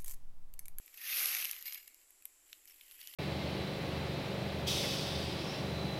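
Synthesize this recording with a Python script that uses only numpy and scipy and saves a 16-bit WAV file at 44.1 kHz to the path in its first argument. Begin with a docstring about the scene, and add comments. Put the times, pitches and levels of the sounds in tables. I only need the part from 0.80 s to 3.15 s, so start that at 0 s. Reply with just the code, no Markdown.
"""One long, rasping pull as a thin, stiff strand is drawn round a tree trunk outdoors.
A short tug follows, then light rubbing as the strand is adjusted. The rasp is thousands of tiny slips
over the bark, which also set the strand ringing. Bigger snags let go as dry ticks, and quick sticking
and slipping makes brief squeaks. Ground and leaves add a short echo; a faint high hiss lies behind."""
import sys
import numpy as np
from scipy import signal
from scipy.fft import rfft, irfft, next_fast_len
from scipy.io import wavfile
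from scipy.ndimage import uniform_filter1d

SR = 44100
rng = np.random.default_rng(int(sys.argv[2]) if len(sys.argv) > 2 else 0)


def digitize_waveform(pressure):
    """Quantize a signal to 16-bit integers and store it at the path in sys.argv[1].

    Rows of a 2-D input are taken as channels; values are limited to [-1, 1].
    """
    field = np.atleast_2d(pressure).T
    bounded = np.clip(field, -1, 1)
    quanta = np.round(bounded * 32767).astype(np.int16)
    wavfile.write(sys.argv[1], SR, quanta)


N = 103635
T = np.arange(N) / SR
RELEASE_S = 0.025   # fade at the end of the pull and of the tug

# How hard the strand rubs in the pull and in the tug: time_s, level_db
PULL_LEVELS = [(0, -66.5), (.125, -65.5), (.2, -54.5), (.25, -43), (.3, -37.5), (.39, -33.5), (.44, -35.5),
               (.5, -36.5), (.56, -36.5), (.65, -41.5), (.69, -45), (.76, -50.5), (.845, -53.5)]
TUG_LEVELS = [(.851, -57), (.864, -43), (.875, -44), (.893, -51.5), (.915, -52), (.965, -53.5), (1.03, -63),
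              (1.15, -78.5), (1.25, -67.5)]
# The pitches at which the free strand rings: pitch_hz, width_hz, level_db
STRAND_RINGS = [(2186, 160, -11), (2850, 67, -9), (4160, 410, -20.5), (4980, 83, -9), (6770, 220, -20),
                (9600, 87, -19.5), (10640, 280, -19), (12000, 130, -9.5), (12300, 120, -3.5),
                (13900, 300, -8.5)]


def long_pull():
    """The strand rasps round the trunk, taut at first, then crackling and ringing as it slows."""
    # How fast the strand moves: time_s, share_of_full_speed
    pull_speed = [(.5, 1), (.72, .2)]
    # Tone of the taut strand rubbing: pitch_hz, level_db
    taut_tone = [(300, -42.5), (1000, -25), (1600, -12.5), (2100, -2), (2550, -2), (3400, -7), (6300, -6),
                 (7700, -14), (9000, -10.5), (10500, -5.5), (11700, 2), (12600, 2.5), (13400, -5.5),
                 (14400, -20.5), (15600, -9.5)]
    # Treble compared with the rest of the rasp: time_s, level_db
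    brightness = [(.15, 1.5), (.24, -2), (.34, -2.5), (.45, 1.5), (.58, -2.5), (.68, -0.5), (.8, -2)]
    speed = np.interp(T, *np.transpose(pull_speed))
    slips_per_s, catch_db = 9000 * speed, 0.5
    run = slips(slips_per_s, catch_db + 3 * (1 - speed))   # a slower strand catches more
    run = run + from_db(-5) * pings()
    rasp = rms_one(coloured(run, taut_tone))
    # One high band stays weak early on, so the pull starts hollow.
    band = signal.sosfiltfilt(signal.butter(2, [7000, 8900], "band", fs=SR, output="sos"), rasp)
    rasp = rasp - 0.6 * np.clip((0.373 - T) / 0.042, 0, 1) * band
    # As the strand slackens, up to half the power goes into ringing.
    ring_share = np.clip((T - 0.69) / 0.18, 0, 1) / 2
    ring = rms_one(ringing(run, STRAND_RINGS))
    rasp = np.sqrt(1 - ring_share) * rasp + np.sqrt(ring_share) * ring
    treble = signal.sosfiltfilt(signal.butter(2, 4700, "high", fs=SR, output="sos"), rasp)
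    tilt = np.sqrt(level(brightness))
    ridges = rms_one(from_db(1.2 * drift(rate_hz=150)))   # bark ridges roughen the middle pitches
    rasp = treble * tilt + ridges * (rasp - treble) / tilt
    fade_out = np.clip((TUG_LEVELS[0][0] - T) / RELEASE_S, 0, 1)
    return fade_out * (level(PULL_LEVELS) + scuffs()) * rasp + bark_rasp(slips_per_s, catch_db)


def bark_rasp(slips_per_s, catch_db):
    """The bark answers with a lower rasp as the strand presses into it."""
    # Loudness of the low rasp: time_s, level_db
    bark_levels = [(0, -95), (.18, -75), (.3, -60), (.42, -50), (.57, -55.5), (.68, -64.5), (.8, -71.5),
                   (.87, -78), (.96, -70.5), (1.05, -104)]
    # Tone of the bark: pitch_hz, level_db
    bark_tone = [(150, -32.5), (270, -15), (440, -4), (590, -7), (780, 2), (920, -8.5), (1200, 5),
                 (1700, 6.5), (2600, -8.5), (5000, -23.5)]
    return level(bark_levels) * rms_one(coloured(slips(slips_per_s, catch_db), bark_tone))


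def light_rubbing():
    """Fewer slips on a slack strand: a tug that sets it ringing, then small adjustments."""
    # Tone of the slack strand rubbing: pitch_hz, level_db
    slack_tone = [(300, -27), (1400, -12.5), (2100, -2), (2950, -3), (3700, -7), (5300, -6), (7000, -12.5),
                  (8600, -12), (10300, -7), (11500, -8), (12500, -1), (13500, -0.5), (14400, -21.5),
                  (15600, -24.5)]
    # How hard the strand rubs while it is adjusted: time_s, level_db
    adjust_levels = [(1.66, -72.5), (1.7, -66.5), (1.865, -75.5), (1.882, -59.5), (1.912, -62.5),
                     (1.96, -65.5), (2.1, -62.5), (2.13, -57.5), (2.18, -63.5), (2.21, -53), (2.255, -57.5),
                     (2.35, -52.5)]
    # The pitches at which the shortened strand rings: pitch_hz, width_hz, level_db
    short_rings = [(2950, 220, -17.5), (10870, 120, -6), (11980, 190, -4.5), (12800, 170, -10),
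                   (12900, 200, -15.5)]
    run = slips(per_s=4500, catch_db=6.5) + from_db(-3) * pings()
    rub = rms_one(coloured(run, slack_tone))
    surges = scuffs()
    fade_in = np.clip((T - PULL_LEVELS[-1][0]) / 0.006 + 1, 0, 1)
    fade_out = np.clip((TUG_LEVELS[-1][0] - T) / RELEASE_S, 0, 1)
    tug_gain = fade_in * fade_out * (level(TUG_LEVELS) + surges)
    tug = from_db(-2) * rub + ringing(rub, STRAND_RINGS)
    adjust_gain = (T > adjust_levels[0][0]) * (level(adjust_levels) + surges)
    adjusting = from_db(-2.5) * rub + ringing(rub, short_rings)
    return tug_gain * tug + adjust_gain * adjusting


def slips(per_s, catch_db, spread_db=3.5, even_s=0.023):
    """Tiny slips of random size, bunched as the strand catches and comes free."""
    sizes = from_db(spread_db * np.minimum(rng.exponential(1, N), 4)) * rng.choice([-1, 1], N)
    slipping = rng.random(N) < per_s / SR
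    grip = from_db(catch_db * drift(rate_hz=48))
    run = rms_one(sizes * slipping * grip)
    # Even out chance swings in loudness so the rasp stays steady.
    return run / np.sqrt(uniform_filter1d(run ** 2, int(even_s * SR)) + 1e-6)


def pings(count=48, per_s=1600, spread_db=2.2, low_hz=1678, high_hz=13987):
    """Some slips pluck the strand, which pings at a pitch set by where it caught."""
    sizes = from_db(spread_db * np.minimum(rng.exponential(1, N), 3)) * rng.choice([-1, 1], N)
    plucks = sizes * (rng.random(N) < per_s / SR)
    spot = rng.integers(0, count, N)
    pitches = low_hz + (high_hz - low_hz) * (np.arange(count) + rng.random(count)) / count
    return rms_one(sum(resonance(plucks * (spot == k), hz, width_hz=100) for k, hz in enumerate(pitches)))


def ringing(run, rings):
    """The slips set the strand ringing at its own pitches."""
    return sum(from_db(db) * resonance(run, hz, width_hz) * (-1) ** k
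               for k, (hz, width_hz, db) in enumerate(rings))


def scuffs(rise_s=0.0008):
    """Extra gain for the rubbing: brief, soft surges as the strand drags over rough spots."""
    # One surge per row: start_s, decay_s, level_db
    rough_spots = [(0.141, 0.0028, -47), (0.173, .008, -46), (.214, 0.0033, -45), (0.611, 0.0057, -44),
                   (0.746, 0.0014, -51), (0.855, 0.0045, -54), (0.974, 0.0043, -53), (1.075, 0.0044, -53.5),
                   (1.885, 0.0032, -54), (1.904, 0.0033, -65), (2.19, 0.0032, -48)]
    gain = 0
    for start_s, decay_s, db in rough_spots:
        age = np.maximum(T - start_s, 0)
        gain = gain + from_db(db) * (1 - np.exp(-age / rise_s)) * np.exp(-age / decay_s)
    return gain


def ticks(size=1024, rise_s=0.00012, hold_s=0.001, fall_s=0.00055, tail_s=0.003):
    """Each snag lets go in a tiny burst: a mix of woody knock, crack and bright snap."""
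    # One snag per row: start_s, knock_db, crack_db, snap_db, knock_pitch_hz
    snags = [(0.0613, -71, -66, -46, 2920), (0.0786, -51.5, -57, -55, 2140),
             (0.3703, -32.5, -49, -28, 2700), (0.396, -45, -40, -31, 3100), (0.455, -45, -49, -30, 3230),
             (0.4574, -32, -34, -23, 3370), (0.5494, -31.5, -35, -29, 2260), (0.586, -41, -55, -31, 2620),
             (0.601, -37.5, -51, -34, 2350), (0.6243, -34, -50, -32, 2600), (0.642, -38.5, -51, -29, 2600),
             (0.6467, -32, -50, -27.5, 3070), (.653, -32, -35.5, -30.5, 2520), (0.695, -38, -47, -40, 2380),
             (.712, -41.5, -37.5, -27, 2800), (0.7318, -40, -50, -50, 2480), (0.7642, -44, -56, -43, 2670),
             (.8248, -49, -48, -37.5, 2800), (0.9239, -43.5, -40.5, -43, 3000),
             (0.9327, -54, -59, -35, 2660), (.945, -42, -47, -34.5, 3200), (.9545, -47, -61, -65, 2110),
             (1.077, -75, -52.5, -42, 2300), (1.1444, -62, -56, -49, 3070), (1.306, -63, -71, -49.5, 2290),
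             (1.423, -59.5, -67, -52.5, 2680), (1.454, -48.5, -70, -33, 2520),
             (1.7293, -39.5, -50, -45, 3040), (1.855, -60, -62, -48, 2190), (1.8755, -62, -53, -53, 3030),
             (2.011, -47, -74, -55, 2850), (2.1118, -49.5, -60, -46, 3250), (2.2143, -45.5, -53, -59, 3400),
             (2.2728, -43, -43, -39.5, 3430), (2.3377, -44.5, -65, -52, 2950)]
    # Tones of the three parts: pitch_hz, level_db
    knock_tone = [(200, -45), (800, -23.5), (1150, -17), (1800, -15), (2600, -1), (3150, -1), (4000, -8),
                  (9000, -34)]
    crack_tone = [(1500, -59), (3800, -7.5), (5400, 5), (7000, 5.5), (8500, -26), (13000, -52)]
    snap_tone = [(4000, -39), (7500, -18), (9200, -4), (10200, -3.5), (11400, 8), (13400, 3.5),
                 (14300, -11.5), (16000, -19)]
    knock_centre_hz = 2786   # the knock's tone is moved from here to each snag's own pitch
    t, out = T[:size], np.zeros(N + size)
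    shape = np.exp(-np.maximum(t - hold_s, 0) / fall_s) + from_db(-14) * np.exp(-t / tail_s)
    shape = shape * (1 - np.exp(-t / rise_s))
    gain = from_db(-4) * np.sqrt(0.002 * SR / size)   # as if the energy fell within 2 ms
    for start_s, *levels_db, knock_hz in snags:
        start = int(start_s * SR)
        tuned_knock = [(hz * knock_hz / knock_centre_hz, db) for hz, db in knock_tone]
        for db, tone in zip(levels_db, (tuned_knock, crack_tone, snap_tone)):
            burst = evened(shape * rng.choice([-1, 1], size))
            out[start:start + size] += gain * from_db(db) * rms_one(coloured(burst, tone))
    return out[:N]


def snap_rings(rise_s=0.0003, fall_s=0.0011):
    """Two loud, lone snaps ring for a few milliseconds at pitches of their own."""
    # One snap per row: start_s, list of (pitch_hz, level_db)
    lone_snaps = [(1.454, [(750, -58), (2900, -47), (5650, -45), (7600, -43), (9200, -41)]),
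                  (1.7293, [(2500, -43.5), (3500, -44), (5200, -47)])]
    out = 0
    for start_s, rings in lone_snaps:
        age = np.maximum(T - start_s, 0)
        shape = (1 - np.exp(-age / rise_s)) * np.exp(-age / fall_s)
        for hz, db in rings:
            out = out + from_db(db) * np.cos(2 * np.pi * hz * age) * shape
    return out


def squeaks():
    """The strand sticks and slips fast enough to give a brief pitch."""
    # One squeak per row: middle_s, half_length_s, pitch_hz, width_hz, level_db
    sticky_spots = [(0.26, 0.057, 1850, 110, -57), (.26, 0.036, 15000, 570, -57),
                    (1.106, 0.034, 2220, 75, -70.5), (1.909, .011, 5480, 90, -65),
                    (2.278, 0.057, 2950, 150, -64.5)]
    out = 0
    for middle_s, half_length_s, hz, width_hz, db in sticky_spots:
        swell = np.exp(-((T - middle_s) / half_length_s) ** 2)
        out = out + from_db(db) * swell * resonance(rng.standard_normal(N), hz, width_hz)
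    return out


def outdoor_echo(sound, delay_s=0.004, fade_s=0.21):
    """Ground and leaves scatter back a thin, short wash of echoes."""
    t = T[:SR // 2]
    echoes = rng.standard_normal(len(t)) * from_db(-60 * t / fade_s) * (t > delay_s)
    return from_db(-16) * signal.fftconvolve(sound, echoes / np.linalg.norm(echoes))[:N]


def background_hiss():
    """A faint, steady, high hiss."""
    # Tone of the hiss: pitch_hz, level_db
    hiss_tone = [(20, 15.5), (48, 0), (100, -3.5), (155, -28.5), (220, -6.5), (320, 1.5), (500, -3),
                 (1300, -4.5), (2400, -0.5), (3600, -5.5), (6300, -3), (7000, 4.5), (7400, 9), (7900, 8),
                 (8400, -1.5), (9700, 1), (11200, 2.5), (13000, 0), (14300, -11.5), (15600, -9)]
    return from_db(-66.5) * rms_one(coloured(rng.standard_normal(N), hiss_tone))


def from_db(db):
    """Turn decibels into a gain to multiply by."""
    return 10 ** (np.asarray(db) / 20)


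def rms_one(x):
    """Scale a signal so its average strength (rms) is 1."""
    return x / np.sqrt(np.mean(x ** 2) + 1e-20)


def level(rows):
    """Gain over time from rows of time_s, level_db."""
    return from_db(np.interp(T, *np.transpose(rows)))


def coloured(x, tone):
    """Filter a sound by rows of pitch_hz, level_db."""
    size = 2 * next_fast_len(len(x))
    hz, db = np.transpose(tone)
    gain = from_db(np.interp(np.log(np.fft.rfftfreq(size, 1 / SR) + 1), np.log(hz), db))
    # Fold the filter (minimum phase) so it never rings ahead of a click.
    cepstrum = irfft(np.log(gain))
    cepstrum[1:size // 2] *= 2
    cepstrum[size // 2 + 1:] = 0
    return irfft(rfft(x, size) * np.exp(rfft(cepstrum)))[:len(x)]


def resonance(x, hz, width_hz):
    """Make a sound ring at one pitch; a smaller width rings longer."""
    decay = np.exp(-np.pi * width_hz / SR)
    feedback = [1, -2 * decay * np.cos(2 * np.pi * hz / SR), decay * decay]
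    return rms_one(signal.lfilter([1, 0, -1], feedback, x + 1e-18))


def drift(rate_hz):
    """A smooth random wander with a typical size of 1."""
    decay = np.exp(-2 * np.pi * rate_hz / SR)
    return rms_one(signal.lfilter([1], [1, -2 * decay, decay * decay], rng.standard_normal(N + SR))[SR:])


def evened(burst):
    """Halve the chance peaks and dips (in dB) in a short burst's tone."""
    spectrum = rfft(burst, 2 * len(burst))
    return irfft(spectrum / np.sqrt(np.abs(spectrum) + 1e-9))[:len(burst)]


def scene():
    """The strand on the bark, its echo and the hiss, in one channel."""
    strand = long_pull() + light_rubbing() + ticks() + snap_rings() + squeaks()
    hiss = background_hiss()
    return (strand + outdoor_echo(strand) + hiss)[None]


def record(dry):
    """Cut away the very highest treble steeply."""
    cutoff_hz = 15400
    return signal.sosfilt(signal.ellip(10, .1, 70, cutoff_hz, fs=SR, output="sos"), dry)


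dry = scene()
out = record(dry)
digitize_waveform(out)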